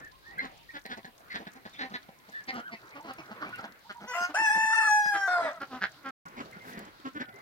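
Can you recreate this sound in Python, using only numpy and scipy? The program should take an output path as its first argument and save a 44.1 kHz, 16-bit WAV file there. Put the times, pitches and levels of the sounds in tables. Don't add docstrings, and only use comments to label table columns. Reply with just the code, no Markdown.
import sys
import numpy as np
from scipy import signal
from scipy.fft import rfft, irfft
from scipy.io import wavfile
from scipy.ndimage import uniform_filter1d, map_coordinates

SR = 44100
rng = np.random.default_rng(int(sys.argv[2]) if len(sys.argv) > 2 else 0)


def bounce(signal):
    frames = np.transpose(np.atleast_2d(signal))
    limited = np.clip(frames, -1, 1)
    pcm = np.round(limited * 32767).astype(np.int16)
    wavfile.write(sys.argv[1], SR, pcm)


N = 326781
TIME = np.arange(N) / SR
SILENCE_S = (6.108, 6.254)


def undb(db):
    return 10 ** (np.asarray(db) / 20)


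def unit(x):
    return x / np.sqrt(np.mean(x ** 2) + 1e-30)


def band(x, hz, width_hz):
    return signal.lfilter(*signal.iirpeak(hz, hz / width_hz, fs=SR), x)


def shape(x, points):
    hz, db = np.transpose(points)
    f = np.fft.rfftfreq(x.shape[-1], 1 / SR) + 1
    gain = undb(np.interp(np.log(f), np.log(hz), db))
    return irfft(rfft(x) * gain, x.shape[-1])


def walk(rate_hz, n=N):
    hold = max(int(SR / rate_hz), 1)
    steps = np.repeat(rng.standard_normal(n // hold + 1), hold)[:n]
    return 1.4 * uniform_filter1d(uniform_filter1d(steps, hold), hold)


def read(table, fade_s=0.0024):
    s, *columns = np.transpose(table)
    at = np.arange(int(s[0] * SR), min(int(s[-1] * SR), N))
    to_edge_s = np.minimum(at / SR - s[0], s[-1] - at / SR)
    return at, [np.interp(at / SR, s, c) for c in columns], np.clip(to_edge_s / fade_s, 0, 1)


# pitch_hz, density_db_per_hz
YARD = [(15, -39), (25, -3.5), (165, 1), (437, -2), (834, -1.5), (1430, 0), (1870, -3.5), (2460, -7.5),
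        (4210, -1), (7220, -27), (12700, -40.5), (15800, 9)]
# time_s, level_db
MURMUR = [(0, -47), (.15, -78), (.36, -50.5), (.45, -45.5), (.6, -67), (2.2, -59.5), (3, -54), (3.62, -50),
          (3.78, -64), (6.1, -57.5), (6.26, -52.5), (6.8, -55), (7, -62.5), (7.41, -49)]
# time_s, level_db
WIND = [(0.0, -65.5), (1.2, -75), (2.2, -79.5), (6.2, -77.5), (6.6, -74), (7.0, -75), (7.41, -78)]
AIR_DB = -61


def yard():
    hz, db = np.transpose(YARD)
    hens, air, swell = 0, 0, walk(6.01)
    for f in 63 * 2 ** np.arange(0, 7.6, .5):
        density = undb(np.interp(np.log(f), np.log(hz), db))
        noise = density * band(band(rng.standard_normal((3, N)), f, f / 2), f, f / 2)
        if 100 < f < 2600:
            apart = np.clip(f / 3000, .15, 1)
            heard = noise * np.array([[np.sqrt(1 - apart ** 2)], [apart], [apart]])
            hens = hens + undb(1.5 * swell + 4 * walk(25)) * band(heard, f, f)
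        air = air + undb(1.5 * swell + 4.5 * walk(12)) * noise[1:]
    mutter = unit(ports(hens[0], HEN_TILT) + hens[1:])
    mutter = mutter * undb(np.interp(TIME, *np.transpose(MURMUR)))
    gusts_db = 2.1 * walk(3.54) + np.array([[5], [0]])
    wind = unit(band(rng.standard_normal((2, N)), 49, 49)) * undb(gusts_db)
    return mutter + undb(AIR_DB) * unit(air) + wind * undb(np.interp(TIME, *np.transpose(WIND)))


# start_s, length_ms, first_hz, last_hz, middle_db
WHINES = [(0.0, 100, 1775, 1796, -49.5), (0.225, 150, 1695, 2084, -52), (0.28, 78, 884, 694, -57),
          (0.376, 25, 1604, 1630, -36.5), (0.383, 32, 2105, 2130, -30.5), (0.685, 29, 1860, 1950, -45),
          (0.7, 18, 2130, 2600, -56), (1.728, 30, 3950, 3200, -54.5), (1.755, 29, 3050, 3930, -53),
          (1.298, 37, 2134, 1983, -43), (2.32, 97, 1787, 1760, -40.5), (2.742, 55, 2600, 2670, -59),
          (2.91, 40, 1910, 2560, -54.5), (2.996, 29, 905, 902, -45.5), (3.395, 38, 1086, 1410, -54),
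          (3.415, 31, 1400, 1490, -38), (3.418, 36, 960, 1425, -41), (3.462, 19, 2290, 2330, -39.5),
          (3.497, 30, 1200, 934, -49), (3.522, 31, 1450, 1480, -40.5), (3.535, 22.5, 2640, 2910, -45.5),
          (3.578, 32.7, 1550, 1150, -43.5), (3.636, 15.5, 1006, 1080, -41.5), (3.844, 42, 865, 960, -52.5),
          (3.945, 55, 963, 972, -45.5), (6.255, 21, 1474, 1420, -45.5), (6.522, 20, 2160, 2010, -52.5),
          (6.54, 52, 1390, 1475, -51), (6.598, 39, 2074, 2120, -50.5), (6.705, 82, 2060, 1754, -52),
          (7.235, 81, 1480, 1420, -51), (7.265, 67, 814, 690, -56.5), (7.3, 135, 2030, 2087, -58),
          (7.332, 47, 419, 396, -52.5)]
WHINE_ENDS_DB = -18
WHINE_ARCH_PER_S = 0.7
WHINE_HOARSE = 0.33
OCTAVE_DB, OCTAVE_SLOPE = 11, 0.9


def whines(rows):
    out = np.zeros(N)
    for start_s, length_ms, first_hz, last_hz, middle_db in rows:
        length_s = length_ms / 1000
        at, (hz, off), edge = read([(start_s, first_hz, -1), (start_s + length_s, last_hz, 1)])
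        db = middle_db + WHINE_ENDS_DB * np.abs(off) ** 3
        arch = 1 - WHINE_ARCH_PER_S * length_s * off ** 2
        phase = 2 * np.pi * np.cumsum(hz * (arch + 0.016 * walk(121.0, len(at)))) / SR
        note = np.sin(phase) + undb(OCTAVE_DB + OCTAVE_SLOPE * db) * np.sin(2 * phase)
        note = note * (1 + WHINE_HOARSE * walk(500, len(at)))
        out[at] += np.sqrt(2) * edge * undb(db + 1.2 * walk(90, len(at))) * note
    return out


FAR_WHINES, FAR_WHINE_HZ, FAR_WHINE_MS = 45, (700, 2100), (30, 110)
FAR_WHINE_DB, FAR_WHINE_SPREAD_DB = -64, 4


def far_whines():
    when, length, pitch, glide, level = rng.random((FAR_WHINES, 5)).T
    low_hz, high_hz = FAR_WHINE_HZ
    start_s = when * (N / SR - .2)
    length_ms = np.interp(length, (0, 1), FAR_WHINE_MS)
    first_hz = low_hz * (high_hz / low_hz) ** pitch
    last_hz = first_hz * (.88 + .28 * glide)
    middle_db = FAR_WHINE_DB + FAR_WHINE_SPREAD_DB * (2 * level - 1)
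    return np.transpose([start_s, length_ms, first_hz, last_hz, middle_db])


STRAW_PER_S, STRAW_HZ = 16, (3200, 4200, 6000)
STRAW_DB, STRAW_SPREAD_DB, STRAW_DECAY_S = -60.5, 10, 0.0043


def straw():
    out = 0
    for hz in STRAW_HZ:
        hits = rng.random(N) < STRAW_PER_S / SR
        hits = hits * undb(STRAW_DB + STRAW_SPREAD_DB * rng.random(N) ** 2)
        fade = signal.lfilter([1], [1, -np.exp(-1 / (STRAW_DECAY_S * SR))], hits)
        grain = unit(band(rng.standard_normal((2, N)), hz, hz / 2))
        out = out + band(fade * grain, hz, hz / 2)
    return out


# start_s, level_db
TICKS = [(0.188, -57), (0.383, -45.5), (0.861, -45.5), (1.1965, -57), (1.5363, -49.5), (2.3215, -53),
         (2.4683, -53), (2.541, -46.5), (3.028, -52), (3.1353, -43), (3.493, -49.5), (3.5577, -44),
         (3.5865, -49), (4.344, -52), (5.6171, -47), (6.254, -60), (6.512, -48.5), (6.791, -39),
         (7.341, -53)]
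CRUNCH_S, CRUNCH_SPAN_S = 6.7, (6.55, 6.9)
CRUNCH_DB, CRUNCH_RISE_DB_S, CRUNCH_FALL_DB_S = -57.5, 188, 200


def boots():
    at = np.arange(int(CRUNCH_SPAN_S[0] * SR), int(CRUNCH_SPAN_S[1] * SR))
    late_s = at / SR - CRUNCH_S
    db = CRUNCH_DB + np.where(late_s < 0, CRUNCH_RISE_DB_S, -CRUNCH_FALL_DB_S) * late_s
    grains = rng.standard_normal((2, len(at))) * undb(2.0 * rng.exponential(size=(2, len(at))))
    cracks = unit(band(grains, 5300, 4400) + band(grains, 12000, 5500))
    out = np.zeros((2, N))
    out[:, at] = cracks * undb(db + np.array([[5], [-9]]))
    t = np.arange(400) / SR
    for start_s, level_db in TICKS:
        tick = band(rng.standard_normal(len(t)), 4300, 15000) * np.exp(-t / 0.0037)
        i = int(start_s * SR)
        out[:, i:i + len(t)] += tick / np.abs(tick).max() * undb(level_db + np.array([[5], [-8]]))
    return out


# start_s, length_ms, pitch_hz, chest_db, beak_hz, beak_opening_db (above chest), roughness (0-1)
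CLUCKS = [(0.404, 66, 253.8, -57.5, 1730, 12.5, 0.7), (0.419, 50.5, 269.7, -44.5, 1110, -1, 0.33),
          (0.741, 38.4, 289.4, -47, 1590, 6.5, 0.36), (0.853, 13.3, 216.6, -45, 1850, 5, 0.67),
          (0.896, 47, 243, -44.5, 1600, 7, 0.49), (0.969, 27.4, 219.5, -47, 1860, -5.5, 0.66),
          (1.045, 12.7, 188, -47, 1710, 4.5, 0.48), (1.066, 30, 241, -52.5, 1820, -15, 0.37),
          (1.306, 33, 247.5, -73, 1890, 31.5, 0.4), (1.342, 33, 223.1, -43.5, 1650, 8.5, 0.66),
          (1.386, 48, 229.6, -46.5, 1870, -36, 0.7), (1.467, 14.7, 212, -43, 1650, 4, 0.34),
          (1.554, 23, 259.6, -52, 1840, -6, 0.4), (1.654, 16.7, 215.7, -43.5, 1660, 3, 0.48),
          (1.737, 31, 224.3, -70, 2250, 18.5, 0.56), (1.79, 48.7, 271.2, -46, 1740, 11, 0.38),
          (1.825, 47, 251, -45, 1860, -3, 0.4), (1.907, 23, 206.4, -46.5, 1200, -4, 0.4),
          (1.937, 29.4, 246.3, -44, 1720, 9, 0.49), (2.087, 9.7, 205.2, -46.5, 1280, -14, 0.37),
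          (2.283, 21.3, 203, -51, 1170, -38, 0.52), (2.478, 32.3, 259.2, -43.5, 1990, 7.5, 0.45),
          (2.532, 76, 239.9, -40, 1290, 0, 0.36), (2.719, 32.7, 222.3, -46.5, 2020, 3, 0.31),
          (2.949, 49, 288.4, -48.5, 1140, -1, 0.29), (3.04, 28.5, 328, -48.5, 1050, -3, 0.58),
          (3.07, 51, 260.6, -45.5, 1200, 0.5, 0.52), (3.183, 26, 323.5, -46.5, 2350, -1, 0.75),
          (3.306, 26, 213.8, -45.5, 1290, 1.5, 0.34), (3.414, 42.6, 298.6, -45, 1370, 3, 0.4),
          (3.457, 43, 197.4, -48.5, 2500, -12, 0.8), (3.581, 24, 261, -48.5, 1350, 3, 0.74),
          (3.631, 32.5, 213.3, -46, 1540, -0.5, 0.59), (3.896, 22.7, 206, -50, 1440, 10, 0.45),
          (4.004, 56, 203.6, -46.5, 1340, -1, 0.66), (4.206, 22, 230.6, -46.5, 1300, -5, 0.76),
          (4.292, 28.4, 292.6, -44.5, 1320, -1, 0.33), (4.395, 40, 331.4, -46.5, 1310, -2.5, 0.54),
          (4.554, 35, 191.6, -44, 1630, -7, 0.74), (4.63, 27, 214, -52, 1300, -10.5, 0.54),
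          (5.056, 12.7, 191.3, -46, 1595, 6, 0.7), (5.139, 37, 331, -46.5, 1540, 13, 0.35),
          (5.42, 87, 280, -47.5, 1540, 8, 0.22), (5.608, 31.4, 277.3, -44, 1340, 7.5, 0.48),
          (5.713, 68, 254.3, -41.5, 1110, -1, 0.31), (5.815, 41.4, 190, -43, 1564, 14, 0.75),
          (6.049, 52, 267.2, -44, 1320, 6, 0.19), (6.368, 35.6, 246.1, -42.5, 2100, -9, 0.58),
          (6.4, 18.2, 262.8, -37, 1240, -2.5, 0.4), (6.441, 32, 194, -50.5, 1560, -22, 0.8),
          (6.562, 16.3, 186, -45.5, 1940, -11, 0.29), (6.64, 132, 241.4, -49, 1530, -2.5, 0.7),
          (6.707, 30, 201, -57, 2350, -4, 0.3), (6.774, 11.6, 204.2, -38, 1800, -9, 0.47),
          (6.783, 67, 209.7, -48, 1830, -7.5, 0.7), (6.857, 38, 276, -50.5, 1390, -10, 0.81),
          (6.996, 8.9, 336, -52, 1100, -25, 0.2), (7.05, 35, 266.2, -35.5, 1240, -3.5, 0.19),
          (7.151, 32.7, 290.2, -40, 1444, -0.5, 0.24), (7.2, 28.6, 250.2, -36, 1610, 1, 0.35),
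          (7.285, 11.5, 231.4, -51.5, 2000, -2, 0.59)]
RISE_SHARE = 0.55
WINDPIPE, RASP, BEAK_WIDTH_HZ = (750, 340), (4010, 1000), 430  # (centre_hz, width_hz)
PIPE_DB, PIPE_SLOPE, PIPE_OUTSIDE_DB = -2, 0.11, -14.5
RASP_DB, RASP_SLOPE, RASP_ROUGH_DB, RASP_OUTSIDE_DB = -21.5, 0.97, 12.5, -26
UPPER_RATIO, UPPER_WIDTH_HZ, UPPER_DB = 2.2, 700, -11
DULLER_FROM_S, DULLER_DB = 4.0, -5


def clucks():
    out = np.zeros(N + SR)
    before = 4000
    t = np.arange(-before, 5000) / SR
    for start_s, length_ms, hz, chest_db, beak_hz, beak_db, rough in CLUCKS:
        rough = np.clip(rough, 0, 1)
        rise_ms, fall_ms = RISE_SHARE * length_ms, (1 - RISE_SHARE) * length_ms
        outside = start_s > SILENCE_S[1]
        dull_db = DULLER_DB * (start_s > DULLER_FROM_S)
        pipe_db = PIPE_DB + PIPE_SLOPE * beak_db + PIPE_OUTSIDE_DB * outside
        rasp_db = RASP_DB + RASP_SLOPE * beak_db + RASP_ROUGH_DB * rough
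        rasp_db += RASP_OUTSIDE_DB * outside + dull_db
        off = np.abs(1000 * t / np.where(t < 0, rise_ms, fall_ms))
        swell = undb(-8 * off ** np.where(t < 0, 3.5, 3))
        pitch = hz * (1 - .8 * t + 0.075 * rough * walk(150, len(t)))
        phase = np.cumsum(pitch) / SR + rng.random()
        pulses = unit(np.diff(phase % 1, prepend=0)) * undb(6 * rough * walk(hz, len(t)))
        air = rng.standard_normal(len(t)) * np.exp(-(phase % 1) / .35)
        buzz = (1 - rough) * pulses + 0.27 * rough * unit(air)
        chest = np.sin(2 * np.pi * phase) + 1.47 * rough * unit(band(air, 308, 360))
        voice = unit(chest)
        resonances = ((*WINDPIPE, pipe_db), (beak_hz, BEAK_WIDTH_HZ, beak_db), (*RASP, rasp_db),
                      (UPPER_RATIO * beak_hz, UPPER_WIDTH_HZ, beak_db + UPPER_DB + dull_db))
        for f, width_hz, db in resonances:
            voice = voice + undb(db) * unit(band(band(buzz, f, width_hz), f, 1.3 * width_hz))
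        i = int((start_s + rise_ms / 1000) * SR) - before
        out[i:i + len(t)] += undb(chest_db) * swell * voice
    return signal.sosfilt(signal.butter(4, 6300, fs=SR, output="sos"), out[:N])


# time_s, pitch_hz, level_db
WARBLES = [
    [(2.595, 1290, -45), (2.64, 1480, -52.5), (2.67, 1610, -41), (2.685, 1480, -45), (2.708, 1080, -53)],
    [(4.7, 1170, -72.5), (4.706, 1184, -48), (4.724, 1400, -44.5), (4.734, 1423, -30), (4.742, 1387, -53),
     (4.75, 1270, -35.5), (4.758, 1342, -43.5), (4.786, 1437, -39), (4.834, 1230, -37), (4.848, 1355, -35),
     (4.872, 1327, -37.5), (4.888, 1165, -37.5), (4.9, 1150, -63)],
]


def warble():
    out = np.zeros(N)
    for table in WARBLES:
        at, (hz, db), edge = read(table)
        phase = 2 * np.pi * np.cumsum(uniform_filter1d(hz, 300)) / SR
        note = (np.sin(phase) + .07 * np.sin(2 * phase)) * (1 + WHINE_HOARSE * walk(500, len(at)))
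        out[at] = np.sqrt(2) * edge * undb(db) * note
    return out


# time_s, pitch_hz, partial_1_db, partial_2_db
CROW = [
    [(4.068, 917, -57, -66), (4.085, 1011, -42, -48), (4.12, 982, -36, -45), (4.165, 988, -50, -46)],
    [(4.135, 694, -77, -35), (4.15, 681, -36, -36), (4.25, 721.4, -44, -31.5), (4.275, 717, -50, -45.5),
     (4.31, 750, -47, -47)],
    [(4.338, 598, -52, -48), (4.347, 675, -29.5, -38), (4.355, 769, -42, -25), (4.375, 865, -32.5, -31),
     (4.387, 888.7, -30.5, -28.5), (4.429, 886.4, -28, -30), (4.465, 857, -37.5, -22.5),
     (4.505, 842.6, -30, -25.5), (4.533, 882, -30.5, -27), (4.7, 877, -33, -28.5),
     (4.745, 892.4, -28.5, -25.5), (4.86, 860.7, -35.5, -25), (4.91, 842, -24.5, -24.5),
     (4.99, 841.7, -25.5, -28), (5.03, 828.2, -35.5, -29.5), (5.08, 837, -40, -26.5),
     (5.14, 808.6, -31, -30.5), (5.283, 773.6, -40.5, -32.5)],
    [(5.275, 723, -31.5, -32), (5.335, 719.7, -32.5, -26), (5.4, 696, -31, -34.5),
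     (5.45, 658.5, -29.5, -41.5), (5.49, 576, -37.5, -38.5), (5.53, 687, -46.5, -52.5),
     (5.59, 638, -54, -50.5)],
]
# pitch_hz, level_db
CROW_OPENING = [(2100, -6.5), (2950, -2), (3800, -30), (5000, -7.5), (6500, -10.5), (8300, -26),
                (10500, -35), (13500, -23.5), (15500, -29)]
CROW_TOP = [(1900, -30), (2530, -14), (2625, 0), (3500, -23), (4350, -19), (5200, -11), (6100, -9),
            (7000, -17), (7900, -23), (8800, -23), (9600, -33), (10500, -27), (15500, -33)]
CROW_CLOSING = [(1900, 3), (2300, -15), (2800, -24), (3600, -14.5), (5500, -21.5), (8300, -29), (9600, -41),
                (15500, -40)]
# start_s, half_pitch_share, hoarseness (0-1), tremble_depth_hz
CROW_VOICE = [(4.06, .45, .15, 3), (4.14, .2, .26, 5), (4.33, .1, .3, 8), (4.385, .01, .08, 7),
              (4.89, 0, .015, 2), (5.14, .16, .09, 3), (5.275, .12, .17, 5), (5.375, .14, .3, 8)]
CROW_OVER_DB = [-8.5, -9.5, -9, -9.5, -10.5, -12.5, -9, -9.5]
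TREMBLE_HZ, CROW_JITTER_HZ = 40.44, 45
VOICE_SLEW_S, CROW_LOW_HZ = 0.03, 497


def crow():
    out = np.zeros(N)
    start_s, *voice = np.transpose(CROW_VOICE)
    state = np.maximum(np.searchsorted(start_s, TIME) - 1, 0)
    voice = np.array([*voice, CROW_OVER_DB], float)[:, state]
    voice = uniform_filter1d(voice, int(VOICE_SLEW_S * SR))
    for table, top in zip(CROW, (CROW_OPENING, CROW_OPENING, CROW_TOP, CROW_CLOSING)):
        at, (hz, db1, db2), edge = read(table)
        half, hoarse, tremble_hz, over_db = voice[:, at]
        top_hz, top_db = np.transpose(top)
        n = len(at)
        shake = np.sin(2 * np.pi * np.cumsum(TREMBLE_HZ * (1 + .3 * walk(30, n))) / SR)
        shake = shake * undb(1.5 * walk(25, n))
        pitch = hz + tremble_hz * (shake + 0.8 * walk(195.2, n)) + CROW_JITTER_HZ * hoarse * walk(700, n)
        phase = 2 * np.pi * np.cumsum(pitch) / SR
        over = 0
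        for k in range(3, 24):
            db = np.interp(np.log(k * hz), np.log(top_hz), top_db) + 2.5 * walk(20, n) + 2.5 * walk(250, n)
            over = over + undb(db) * (k * hz < top_hz[-1]) * np.sin(k * phase + k ** 2)
        throb = 1 + .045 * tremble_hz * shake
        stack = np.sqrt(2) * (undb(db1) * np.sin(phase) + undb(db2) * throb * np.sin(2 * phase))
        stack += np.hypot(undb(db1), undb(db2)) * undb(over_db) * over
        out[at] += edge * stack * (1 + 2 * half * np.cos(phase / 2) + hoarse * walk(1200, n))
    return signal.sosfilt(signal.butter(4, CROW_LOW_HZ, "high", fs=SR, output="sos"), out)


# pitch_hz, left_minus_right_db
COCK_TILT = [(60, -1.0), (200, 0), (700, 0), (1700, 2.5), (2670, 5), (3500, -3), (4400, -7), (5300, 0),
             (7000, 4), (8800, 20), (10500, 9), (15000, 5)]
# pitch_hz, left_lead_rad
COCK_LEAD = [(0, 0), (1380, 0.75), (2670, 2.6), (4910, 10.2), (5680, 15.5), (6370, 16.4), (7410, 12.2),
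             (8270, 10.7), (8700, 11.9), (10700, 11.5), (13400, 17.2), (14400, 24.6), (15200, 26.5),
             (16000, 26.0)]
HEAD_SWAY_SAMPLES = 1.3


def cock_ports(x):
    f = np.fft.rfftfreq(N, 1 / SR)
    lead = np.exp(.5j * np.interp(f, *np.transpose(COCK_LEAD)))
    sway = HEAD_SWAY_SAMPLES / 2 * walk(12)
    out = []
    for side in (1, -1):
        led = irfft(rfft(x) * lead ** side, N)
        moved = map_coordinates(led, [np.arange(N) + side * sway])
        out.append(shape(moved, [(hz, side * db / 2) for hz, db in COCK_TILT]))
    return np.array(out)


# delay_ms, level_db
SHED_ECHO = [(5, -24), (13, -18), (23, -22)]


def planks(x):
    return x + sum(undb(db) * np.roll(x, int(ms * SR / 1000)) for ms, db in SHED_ECHO)


# time_s, left_lag_samples
TURN = [(0, -18), (1.5, -16), (3, -10), (4.05, -7), (4.35, -2.2), (6.1, -2.2), (6.2, 17), (7.41, 17)]
# pitch_hz, left_minus_right_db
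HEN_TILT = [(60, 1.5), (110, 1.0), (200, 1.0), (380, 0.0), (700, -1.5), (1290, -2.5), (2380, 0.0),
            (4400, 1.5), (8120, 4.5), (15000, 9.0)]


def ports(x, tilt):
    lag = np.interp(TIME, *np.transpose(TURN)) / 2
    out = []
    for side in (1, -1):
        moved = map_coordinates(x, [np.arange(N) - side * lag], order=3)
        out.append(shape(moved, [(hz, side * db / 2) for hz, db in tilt]))
    return np.array(out)


SHED_T60_S, SHED_DB, CROW_SHED_DB = 0.11, -12, -11


def shed(x, wet_db):
    t = np.arange(int(.4 * SR)) / SR
    noise = rng.standard_normal((3, len(t)))
    tail = .6 * band(noise[0], 900, 900) + band(band(noise[1:], 2500, 3500), 2500, 3500)
    tail *= undb(-60 * t / SHED_T60_S) * (t > .008)
    tail = tail * undb(wet_db) / np.sqrt(np.sum(tail ** 2) / 2)
    return signal.fftconvolve(x[None], tail)[:, :N]


def scene():
    hens = whines(WHINES) + whines(far_whines()) + clucks() + warble()
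    cock = crow()
    near = ports(planks(hens), HEN_TILT) + cock_ports(cock)
    return near + shed(hens, SHED_DB) + shed(cock, CROW_SHED_DB) + boots() + straw() + yard()


HISS_DB, TOP_HZ = -69.5, 15850


def record(dry):
    hiss = unit(band(rng.standard_normal((2, N)), 14100, 7800))
    dry = dry + undb(HISS_DB) * hiss * undb(0.96 * walk(3.2))
    on = np.clip(np.maximum(SILENCE_S[0] - TIME, TIME - SILENCE_S[1]) / 0.00051, 0, 1)
    return signal.sosfilt(signal.ellip(10, .2, 80, TOP_HZ, fs=SR, output="sos"), dry * on)


dry = scene()
out = record(dry)
bounce(out)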